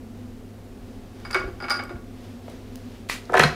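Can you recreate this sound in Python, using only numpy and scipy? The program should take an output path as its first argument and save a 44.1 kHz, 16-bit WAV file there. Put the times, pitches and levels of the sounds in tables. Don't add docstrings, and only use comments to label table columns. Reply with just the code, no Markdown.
import sys
import numpy as np
from scipy import signal
from scipy.fft import rfft, irfft
from scipy.io import wavfile

SR = 44100
rng = np.random.default_rng(int(sys.argv[2]) if len(sys.argv) > 2 else 0)


def transcribe(signal):
    frames = np.atleast_2d(signal).T
    limited = np.clip(frames, -1, 1)
    pcm = np.round(limited * 32767).astype(np.int16)
    wavfile.write(sys.argv[1], SR, pcm)


N = 156555

# pitch_hz [Hz], relative_level_db [dB per Hz]
AIR_COLOUR = [(13, -35), (22, 2.5), (56, -7.5), (70, -7.5), (83, -8.5), (103, -7), (125, -17), (194, -10),
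              (249, -4), (319, -18), (366, -13.5), (524, -18.5), (569, -23), (710, -20), (935, -27),
              (3150, -36.5), (16000, -47)]
# start_s [s], level_db [dB rms]
RUSTLE_LEVEL = [(0, -80), (.2, -58), (.5, -75), (.9, -56), (1.1, -59.5), (1.2, -53), (1.3, -51),
                (2.0, -65.5), (2.25, -50), (2.4, -57), (2.52, -49.5), (2.65, -55), (2.85, -53),
                (2.95, -50.5), (3.05, -57.5), (3.55, -45.5)]
# pitch_hz [Hz], relative_level_db [dB per Hz]
RUSTLE_SPECTRUM = [(500, 11), (1200, 2), (3000, 1), (5000, -2.5), (9000, -14), (15000, -17)]
# pitch_hz [Hz], level_db [dB rms]
MAINS_HUM = [(100, -46.5), (700, -67.5)]
# pitch_hz [Hz], width_hz [Hz], level_db [dB rms]
FAN_DRONE = [(252.6, 17.7, -48.5), (233.1, 28, -50.5), (367.7, 90, -55), (516, 55, -60)]
# start_s [s], vise_db [dB], vise_centre_hz [Hz], ring_db [dB], ring_centre_hz [Hz], crack_db [dB]
HANDLE_TOUCHES = [(1.2, -47, 1720, -70, 5000, -45), (1.250, -24.5, 1810, -36.5, 6370, -56),
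                  (1.305, -24.5, 1590, -50, 5000, -61), (1.310, -40, 1500, -29, 7500, -31),
                  (1.330, -26, 1600, -24.5, 4600, -60), (1.345, -9, 1840, -37, 6900, -26),
                  (1.345, -20, 3500, -60, 5000, -50), (1.353, -19, 377, -70, 5000, -50),
                  (1.362, -33, 1130, -56, 4540, -45), (1.398, -27.5, 1400, -47, 5000, -42),
                  (1.437, -27, 420, -65, 4950, -47), (1.478, -27.5, 510, -54, 5000, -55),
                  (1.602, -24.5, 1480, -38.5, 4960, -58), (1.623, -24.5, 930, -36, 4860, -58),
                  (1.640, -23.5, 1870, -48, 5000, -59), (1.683, -18, 2350, -37, 5000, -51),
                  (1.698, -19.5, 1700, -22, 8560, -26.5), (1.705, -13, 1640, -15, 4970, -30),
                  (1.725, -35, 1530, -36, 6000, -42), (1.742, -27, 1260, -26, 4950, -50),
                  (1.792, -20, 1670, -45, 5000, -53), (1.765, -30, 1080, -37, 5000, -55),
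                  (1.825, -28.5, 870, -41, 5000, -55), (1.893, -28.5, 1480, -47, 5000, -63),
                  (1.905, -26, 373, -55, 5000, -65), (1.955, -38.5, 1180, -66, 5000, -60)]
# pitch_hz [Hz], level_db [dB], t60_s [s]
VISE_MODES = [(355, 9.5, 0.087), (377, 3, 0.21), (564, 6, 0.047), (703, -0.5, 0.073), (811, 2, 0.07),
              (1128, -2, .12), (1199, -1, 0.1), (1363, 8, 0.023), (1428, -3.5, 0.21), (1520, 0.5, 0.049),
              (1640, -2, 0.073), (1804, -3.5, 0.058), (2024, -7, .04), (2228, 3, 0.046), (2370, -34, 0.031),
              (2780, -11, 0.014), (2970, -4, 0.013), (3664, -4.5, 0.024), (4180, -11, 0.054)]
# pitch_hz [Hz], level_db [dB], t60_s [s]
HANDLE_MODES = [(4740, -7, .08), (4690, -7, 0.071), (4835, 3, 0.06), (4910, 1.5, 0.078), (4900, -29, .12),
                (7100, -18, 0.043), (9440, -15, 0.032), (9350, -10.5, 0.074), (9380, -10.5, .04),
                (10500, -9, 0.032), (13800, -9, 0.025), (15200, -7, .02)]
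# start_s [s], level_db [dB], pitch_hz [Hz], bandwidth_octaves [octaves], t60_s [s]
SMALL_TICKS = [(1.838, -33.5, 8800, 0.89, 0.0071), (2.481, -30, 373, 2.04, 0.027),
               (2.497, -49, 3000, 3.5, 0.034), (2.757, -30.5, 6400, 5.3, 0.0055),
               (3.065, -31, 342, 0.8, .04), (3.253, -42.5, 4800, 1.2, 0.031), (1.37, -33.5, 60, 1.8, 0.25),
               (1.44, -32, 50.3, 1.5, 0.47), (1.94, -33, 48.6, 2.2, 0.18)]
# pitch_hz [Hz], level_db [dB], t60_s [s]
LATCH_MODES = [(1255, -3, 0.01), (1990, -0.5, 0.015), (2360, -6.5, 0.015), (3430, -23, 0.023),
               (4400, -11, 0.016), (6900, -30, .012), (10600, -12.5, 0.0057), (14900, -23, .006)]
# start_s [s], level_db [dB rms]
SLIDE_LEVEL = [(3.088, -39), (3.1, -31.5), (3.109, -32), (3.145, -34.5), (3.21, -51), (3.25, -57)]
# pitch_hz [Hz], relative_level_db [dB per Hz]
SLIDE_SPECTRUM = [(290, -52), (500, -29), (668, -10), (773, -28), (1180, -6.5), (2430, -2.5), (3340, -6.5),
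                  (4150, -7), (9360, -16), (16000, -27)]
# start_s [s], level_db [dB], centre_hz [Hz], thud_db [dB], crack_db [dB]
LEVER_BLOWS = [(3.295, -18, 1130, -43, -52), (3.296, -15.5, 504, -46, -60), (3.322, -13, 560, -50, -36),
               (3.333, -12, 1260, -50, -36), (3.340, -2, 1290, -29, -26), (3.342, -1, 710, -40, -44),
               (3.350, -2, 750, -38, -36), (3.352, -5.5, 1750, -43, -37), (3.368, -11, 400, -35, -26),
               (3.371, -2, 1900, -50, -28), (3.372, -14.5, 4500, -50, -40), (3.379, -4, 1020, -42, -22),
               (3.394, -1, 564, -14.5, -13.5), (3.396, 3.5, 1770, -49, -25), (3.395, -10.5, 4200, -50, -44),
               (3.404, -7.5, 2640, -43, -32), (3.412, -10, 700, -26, -22), (3.424, -5.5, 990, -44, -24),
               (3.434, -0.5, 1580, -17, -18.5), (3.437, -2.5, 4260, -31, -28),
               (3.441, -23, 900, -12.5, -28), (3.456, -27, 1920, -32, -30), (3.475, -31, 1720, -50, -34),
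               (3.505, -30, 2200, -40, -43), (3.531, -31, 2220, -38, -51)]
# pitch_hz [Hz], level_db [dB], t60_s [s]
HEAD_MODES = [(375, 2, 0.22), (485, 8, .035), (660, -2, 0.017), (716, 5, 0.04), (948, 2, 0.027),
              (1026, 2, 0.039), (1124, -3, 0.015), (1296, 5, 0.03), (1360, 1.5, 0.029), (1558, 3, 0.042),
              (1730, 3, 0.041), (1907, 1.5, 0.028), (2094, -0.5, 0.018), (2200, -3, 0.022),
              (2570, 4, 0.017), (2950, 1, 0.023), (3270, 3, 0.022), (4020, -8, 0.032), (4160, 3.5, 0.021),
              (4870, -6, .025)]
# pitch_hz [Hz], level_db [dB], t60_s [s]
COLUMN_MODES = [(70, -18, 0.6), (152.4, -3.5, 0.2), (212, 0.5, 0.048)]
# pitch_hz [Hz], t60_s [s]
ROOM_DECAY = [(300, 0.43), (600, 0.35), (1500, 0.35), (4000, 0.28), (9000, 0.2), (14000, 0.19)]

AIR_DB = -43
VISE_FALL_DB, HANDLE_FALL_DB, HEAD_FALL_DB = 4.5, 8.5, 17.5
MODE_SCATTER_DB = 2
CRACK_T60_S, CRACK_LOW_HZ, CRACK_HIGH_HZ = 0.017, 1390, 9000
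CHATTER_PER_S, CHATTER_T60_S = 900, 0.11
SNAP_S, SNAP_DB = 3.098, -14
SLIDE_START_S = 3.088
ROOM_DB, THUD_ROOM_SHARE = -8.5, 0.33
CUTOFF_HZ = 15900


def amp(db):
    return 10 ** (np.asarray(db, float) / 20)


def in_time(rows):
    s, values = np.transpose(rows)
    return np.interp(np.arange(N) / SR, s, values)


def at_hz(points, hz):
    table_hz, values = np.transpose(points)
    return np.interp(np.log(np.maximum(hz, 1)), np.log(table_hz), values)


def coloured(spectrum):
    gains = amp(at_hz(spectrum, np.fft.rfftfreq(N + 1, 1 / SR)))
    noise = irfft(rfft(rng.standard_normal(N + 1)) * gains, N + 1)[:N]
    return noise / np.std(noise)


def clicks(s, gains):
    out = np.full(N, 1e-18)
    np.add.at(out, (np.asarray(s) * SR).astype(int), gains)
    return out


def ring(x, hz, t60):
    radius = amp(-60 / (max(t60, .003) * SR))
    angle = 2 * np.pi * hz / SR
    return signal.lfilter([0, np.sin(angle)], [1, -2 * radius * np.cos(angle), radius * radius], x)


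def dying(x, t60):
    return signal.lfilter([1], [1, -amp(-60 / (max(t60, .002) * SR))], x)


def band(x, low_hz, high_hz):
    edges = [max(low_hz, 10), min(high_hz, .45 * SR)]
    return signal.sosfilt(signal.butter(2, edges, "band", fs=SR, output="sos"), x)


def struck(s, db, modes, centre_hz, fall_db, chatter_db, body_db, body_t60):
    scatter = rng.standard_normal((len(s), len(modes)))
    rattle_on = rng.random((2, N)) < CHATTER_PER_S / SR
    rattle = rng.standard_normal((2, N)) * rattle_on * amp(chatter_db)
    grain = rng.standard_normal((2, N))
    out = 0
    for k, (hz, mode_db, t60) in enumerate(modes):
        level = db + mode_db - fall_db * np.log2(hz / centre_hz) ** 2
        hits = clicks(s, amp(level + MODE_SCATTER_DB * scatter[:, k]))
        chatter = rattle[k % 2] * dying(hits, CHATTER_T60_S)
        tone = ring(hits + chatter, hz, t60)
        body_gain = amp(body_db) * np.sqrt(SR / (hz + 600) / 2)
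        body = body_gain * grain[k % 2] * dying(hits, body_t60)
        out = out + band(tone + body, hz / 1.25, hz * 1.25)
    return out / np.sqrt(len(modes))


def cracks(s, db):
    bursts = rng.standard_normal(N) * dying(clicks(s, amp(db)), CRACK_T60_S)
    return band(bursts, CRACK_LOW_HZ, CRACK_HIGH_HZ)


def room_air():
    return amp(AIR_DB) * coloured(AIR_COLOUR)


def sleeves():
    return amp(in_time(RUSTLE_LEVEL)) * coloured(RUSTLE_SPECTRUM)


def mains_hum():
    t = np.arange(N) / SR
    return sum(np.sqrt(2) * amp(db) * np.sin(2 * np.pi * hz * t) for hz, db in MAINS_HUM)


def fan_drone():
    out = 0
    for hz, width, db in FAN_DRONE:
        tone = band(rng.standard_normal(N + SR), hz - width / 2, hz + width / 2)[SR:]
        out = out + amp(db) * tone / np.std(tone)
    return out


def handle():
    s, vise_db, vise_hz, ring_db, ring_hz, crack_db = np.transpose(HANDLE_TOUCHES)
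    knock = struck(s, vise_db, VISE_MODES, vise_hz, VISE_FALL_DB,
                   chatter_db=-12.5, body_db=-12, body_t60=0.17)
    clink = struck(s, ring_db, HANDLE_MODES, ring_hz, HANDLE_FALL_DB,
                   chatter_db=-8, body_db=-21, body_t60=.08)
    return knock + clink + cracks(s, crack_db)


def ticks():
    out = 0
    for s, db, hz, octaves, t60 in SMALL_TICKS:
        puff = rng.standard_normal(N) * dying(clicks([s], amp(db)), t60)
        puff = puff * np.sqrt(SR / 4 / hz)
        out = out + band(puff, hz / 2 ** (octaves / 2), hz * 2 ** (octaves / 2))
    return out


def latch_slide():
    t = np.arange(N) / SR
    sliding = (t > SLIDE_START_S) * (t < SLIDE_LEVEL[-1][0])
    return amp(in_time(SLIDE_LEVEL)) * coloured(SLIDE_SPECTRUM) * sliding


def latch_snap():
    return sum(ring(clicks([SNAP_S], amp(SNAP_DB + db)), hz, t60) for hz, db, t60 in LATCH_MODES)


def lever():
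    s, db, hz, thud_db, crack_db = np.transpose(LEVER_BLOWS)
    clatter = struck(s, db, HEAD_MODES, hz, HEAD_FALL_DB,
                     chatter_db=-21.5, body_db=-20.5, body_t60=0.23)
    thud = 0
    for mode_hz, mode_db, t60 in COLUMN_MODES:
        tone = ring(clicks(s, amp(thud_db)), mode_hz, t60)
        thud = thud + amp(mode_db) * band(tone, mode_hz / 1.37, mode_hz * 1.25)
    return clatter + cracks(s, crack_db), thud


def workshop(x):
    t = np.arange(SR // 2) / SR
    tail = 0
    for hz, t60 in ROOM_DECAY:
        tail = tail + band(rng.standard_normal(len(t)), hz / 1.7, hz * 1.7) * amp(-60 * t / t60)
    tail = tail * np.clip(t / .012, 0, 1)
    return signal.fftconvolve(x, tail / np.sqrt(np.sum(tail ** 2)))[:N]


def scene():
    bed = room_air() + sleeves() + mains_hum() + fan_drone()
    clatter, thud = lever()
    direct = handle() + ticks() + latch_snap() + clatter
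    echo = amp(ROOM_DB) * workshop(direct + THUD_ROOM_SHARE * thud)
    return (direct + thud + echo + latch_slide() + bed)[None]


def record(sound):
    return signal.sosfilt(signal.cheby2(12, 60, CUTOFF_HZ * 1.04, fs=SR, output="sos"), sound)


dry = scene()
out = record(dry)
transcribe(out)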